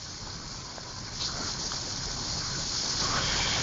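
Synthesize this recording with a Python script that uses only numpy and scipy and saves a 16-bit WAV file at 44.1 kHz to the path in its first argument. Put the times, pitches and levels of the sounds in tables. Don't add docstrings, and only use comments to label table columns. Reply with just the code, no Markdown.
import sys
import numpy as np
from scipy import signal
from scipy.fft import rfft, irfft
from scipy.io import wavfile
from scipy.ndimage import uniform_filter1d

SR = 44100
rng = np.random.default_rng(int(sys.argv[2]) if len(sys.argv) > 2 else 0)


def dump(signal):
    limited = np.clip(np.atleast_2d(signal).T, -1, 1)
    pcm = np.round(limited * 32767).astype(np.int16)
    wavfile.write(sys.argv[1], SR, pcm)


N = 159642
TIME = np.arange(N) / SR
FREQS = np.fft.rfftfreq(N, 1 / SR)


def amp(db):
    return 10 ** (np.asarray(db) / 20)


def unit(x):
    return x / np.sqrt(np.mean(x ** 2) + 1e-20)


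def level(points):
    return amp(np.interp(TIME, *np.transpose(points)))


def read(points, hz):
    f, value = np.transpose(points)
    return np.interp(np.log(hz + 1), np.log(np.sort(f) + 1), value)


def colour(x, points):
    return unit(irfft(rfft(x) * amp(read(points, FREQS)), N))


def band(spectrum, hz, width):
    return unit(irfft(spectrum / (1 + (2 * (FREQS - hz) / width) ** 4), N))


def wander(rate_hz):
    spectrum = rfft(rng.standard_normal(N))
    return unit(irfft(spectrum * np.exp(-(FREQS / rate_hz) ** 2) * (FREQS > 1), N))


def drops(per_s, spread_db, mist, patchy_db):
    hits = (rng.random(N) < per_s / SR) * rng.choice([-1, 1], N)
    sizes = amp(spread_db * np.minimum(rng.exponential(1, N), 4))
    water = unit(hits * sizes) + mist * rng.standard_normal(N)
    grid = signal.stft(water, nperseg=512, noverlap=384)[2]
    patches = uniform_filter1d(rng.standard_normal(grid.shape), size=7, axis=0)
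    patches = uniform_filter1d(patches, size=10, axis=1)
    clumped = grid * amp(patchy_db * unit(patches))
    return unit(signal.istft(clumped, nperseg=512, noverlap=384)[1][:N])


def swells(rows, water):
    spectrum = rfft(water)
    return sum(amp(db) * band(spectrum, hz, width) * np.exp(-2 * ((TIME - peak) / length) ** 2)
               for peak, length, db, hz, width in rows)


def spray():
    # time in seconds, relative level in dB.
    hiss_level = [(0, -41.5), (.42, -44), (.53, -41.5), (.66, -43.5), (.88, -44), (1.1, -44), (1.15, -39),
                  (1.25, -34), (1.32, -40), (1.42, -37.5), (1.505, -33), (1.56, -39.5), (1.61, -35),
                  (1.78, -36), (2.0, -37.5), (2.06, -36), (2.14, -37), (2.39, -34), (2.5, -35.5),
                  (2.7, -33), (2.88, -32), (2.98, -32.5), (3.03, -30.5), (3.12, -33), (3.62, -32)]
    # frequency in Hz, relative level in dB.
    hiss_tone = [(300, -34), (2000, -20), (2800, -17), (3300, -9), (4020, -7), (4150, 1.5), (5400, 1),
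                 (5950, -2.5), (6800, -2), (7250, -10)]
    # peak time and length in seconds, relative level in dB, pitch and band width in Hz.
    flares = [(1.222, 0.04, -51, 3000, 1000), (1.226, 0.034, -35.5, 4070, 1160),
              (1.26, 0.03, -34, 4970, 1800), (1.655, 0.04, -40, 6060, 1770), (3.03, 0.03, -36, 5530, 2400),
              (3.45, .12, -47, 6430, 250)]
    water = drops(per_s=5400, spread_db=2, mist=0.97, patchy_db=1.2)
    sputter = amp(0.99 * wander(rate_hz=90))
    hiss = colour(water, hiss_tone) * sputter * level(hiss_level)
    return hiss + swells(flares, rng.standard_normal(N))


def drumming():
    # time in seconds, relative level in dB.
    drum_level = [(0, -49), (.7, -47.5), (1.17, -46.5), (1.24, -44.5), (1.44, -41.5), (1.56, -45),
                  (1.8, -44), (2.05, -43.5), (2.35, -42), (2.68, -43), (2.97, -40), (3.02, -38),
                  (3.18, -35.5), (3.26, -39.5), (3.36, -38), (3.62, -37)]
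    # frequency in Hz, relative level in dB.
    panel_tone = [(100, -4), (220, 2), (360, 1.5), (500, -2.5), (660, -2.2), (800, -1.5), (1020, 1),
                  (1200, -2), (1500, -0.5), (1850, -7.5), (2300, -8.5), (2750, -18), (4000, -20.5)]
    # peak time and length in seconds, relative level in dB, pitch and band width in Hz.
    hollows = [(.66, 0.11, -57, 1010, 80), (.94, 0.09, -50.5, 1010, 80), (1.3, 0.054, -49, 1380, 420),
               (1.415, 0.073, -43.5, 1380, 240), (1.39, 0.07, -45.5, 706, 299),
               (1.42, 0.054, -43, 300, 220), (2.46, 0.1, -47.5, 1270, 450), (3.05, 0.042, -38, 1160, 190),
               (3.145, .055, -36.5, 1165, 280), (3.175, 0.052, -38.5, 1420, 300),
               (3.16, 0.073, -45, 600, 550), (3.57, 0.04, -39, 720, 400)]
    water = drops(per_s=2000, spread_db=1.0, mist=0.73, patchy_db=2.06)
    lumps = amp(0.62 * wander(rate_hz=45))
    drum = colour(water, panel_tone) * lumps * level(drum_level) * amp(-0.5)
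    return drum + swells(hollows, rng.standard_normal(N))


def pump():
    # time in seconds, relative level in dB.
    pump_level = [(0, -49.5), (.28, -43), (.88, -47.5), (1.15, -42), (1.65, -42), (1.87, -44.5),
                  (2.28, -40), (2.85, -42.5), (3.2, -37), (3.62, -37)]
    # frequency in Hz, relative level in dB.
    rumble_tone = [(12, -13.5), (28, 2), (60, -3), (90, 2.5), (120, 1.5), (160, -1), (230, -8.5),
                   (400, -22), (900, -38.5)]
    # pitch in Hz, relative level in dB.
    hum_tones = [(44.3, -11), (132.5, -11.5), (159, -19.5), (222, -19)]
    wavering_time = np.cumsum(1 + 0.01 * wander(rate_hz=6.7)) / SR
    hum = np.zeros(N)
    for hz, db in hum_tones:
        strength = np.sqrt(2) * amp(db + 2.5 * wander(rate_hz=3.6))
        hum += strength * np.sin(2 * np.pi * (hz * wavering_time + rng.random()))
    rumble = amp(-1.0) * colour(rng.standard_normal(N), rumble_tone)
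    return (rumble + hum) * level(pump_level)


def yard(x):
    # frequency in Hz, seconds to fade by 60 dB.
    fade_times = [(100, 0.07), (1000, .5), (7000, 0.94)]
    hz, t, noise = signal.stft(rng.standard_normal(SR // 2), SR, nperseg=256)
    fade = np.exp(-np.log(1000) * t / read(fade_times, hz)[:, None])
    tail = signal.istft(noise * fade, nperseg=256)[1]
    return signal.fftconvolve(x, tail / np.linalg.norm(tail))[:N]


def knocks():
    # time in seconds, level in dB, pitch in Hz, half-length in seconds,
    # tick level in dB compared with the knock, tick pitch in Hz.
    hits = [(0.7820, -25, 730, 0.0009, -10, 1550), (1.719, -22.5, 1270, 0.00068, -8, 3270)]
    # delay in seconds, level change in dB.
    walls = [(.0027, -13), (.0085, -16), (.019, -21)]
    direct_path = (0.0009, 0.0082)
    tick_half_s = 0.0009
    out = np.zeros(N)
    for when, db, hz, half_s, tick_db, tick_hz in hits:
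        for delay, path_db in [direct_path] + walls:
            t = TIME - when - delay
            body = np.exp(-(t / half_s) ** 2) * np.sin(2 * np.pi * hz * t)
            tick = np.exp(-(t / tick_half_s) ** 2) * np.sin(2 * np.pi * tick_hz * t)
            out += amp(db + path_db) * (body + amp(tick_db) * tick)
    return out + amp(-8) * yard(out)


def slaps():
    # start in seconds, relative level in dB,
    # pitch and band width in Hz, fade time in seconds.
    lumps = [(1.072, -44.5, 2210, 444, .012), (1.340, -36.5, 4650, 900, 0.0093),
             (1.352, -38, 980, 1000, .005), (1.470, -37, 1370, 600, .008), (1.593, -32.5, 5500, 2580, .012),
             (1.661, -31.5, 5500, 2630, 0.012), (2.109, -28.5, 5230, 2610, 0.0069),
             (2.770, -35, 4960, 1970, 0.016), (2.998, -26, 4820, 2220, 0.018),
             (3.168, -29, 1480, 600, 0.0074), (3.319, -27.5, 5440, 900, 0.0082),
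             (3.428, -31, 4800, 1200, .011)]
    rise_s = 0.0018
    out = np.zeros(N)
    for start, db, hz, width, fade_s in lumps:
        age = np.maximum(TIME - start, 0)
        burst = band(rfft(rng.standard_normal(N)), hz, width)
        out += amp(db) * burst * (1 - np.exp(-age / rise_s)) * np.exp(-age / fade_s)
    return out


def splatter():
    # time in seconds, relative level in dB.
    splatter_level = [(0, -59), (2.5, -57), (2.85, -49), (3.05, -41.5), (3.28, -34), (3.48, -32.5),
                      (3.62, -33)]
    # frequency in Hz, relative level in dB.
    splatter_tone = [(150, -10.5), (350, -6.5), (700, -3.5), (1250, -9), (1650, -2), (2000, -5),
                     (2300, -1.5), (2600, -6), (2800, -2.5), (3300, 0), (3700, -2), (4100, -7.5),
                     (5000, -8), (7000, -14)]
    # peak time and length in seconds, relative level in dB, pitch and band width in Hz.
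    trim_rings = [(3.33, 0.064, -38.5, 1580, 520), (3.52, .08, -46.5, 1600, 220),
                  (3.3, 0.079, -45.5, 2180, 260), (3.43, 0.04, -37, 2270, 230),
                  (3.53, 0.035, -36.5, 2200, 210), (3.27, 0.13, -39, 3220, 330), (3.49, .1, -38, 3250, 430)]
    water = drops(per_s=3000, spread_db=4, mist=0.53, patchy_db=0.6)
    on_trim = drops(per_s=4000, spread_db=3.5, mist=0.64, patchy_db=1.5)
    crackle = amp(-2.0) * colour(water, splatter_tone) * level(splatter_level)
    return crackle + swells(trim_rings, on_trim)


def scene():
    water = spray() + drumming() + splatter() + slaps()
    echo = amp(-9) * yard(water)
    mono = amp(1.5) * (water + echo) + pump() + knocks()
    return np.array([mono, mono])


def record(dry):
    cutoff_hz = 7320
    low_pass = signal.firwin(801, cutoff_hz, window=("kaiser", 9), fs=SR)
    return signal.oaconvolve(dry, low_pass[None], "same")


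dry = scene()
out = record(dry)
dump(out)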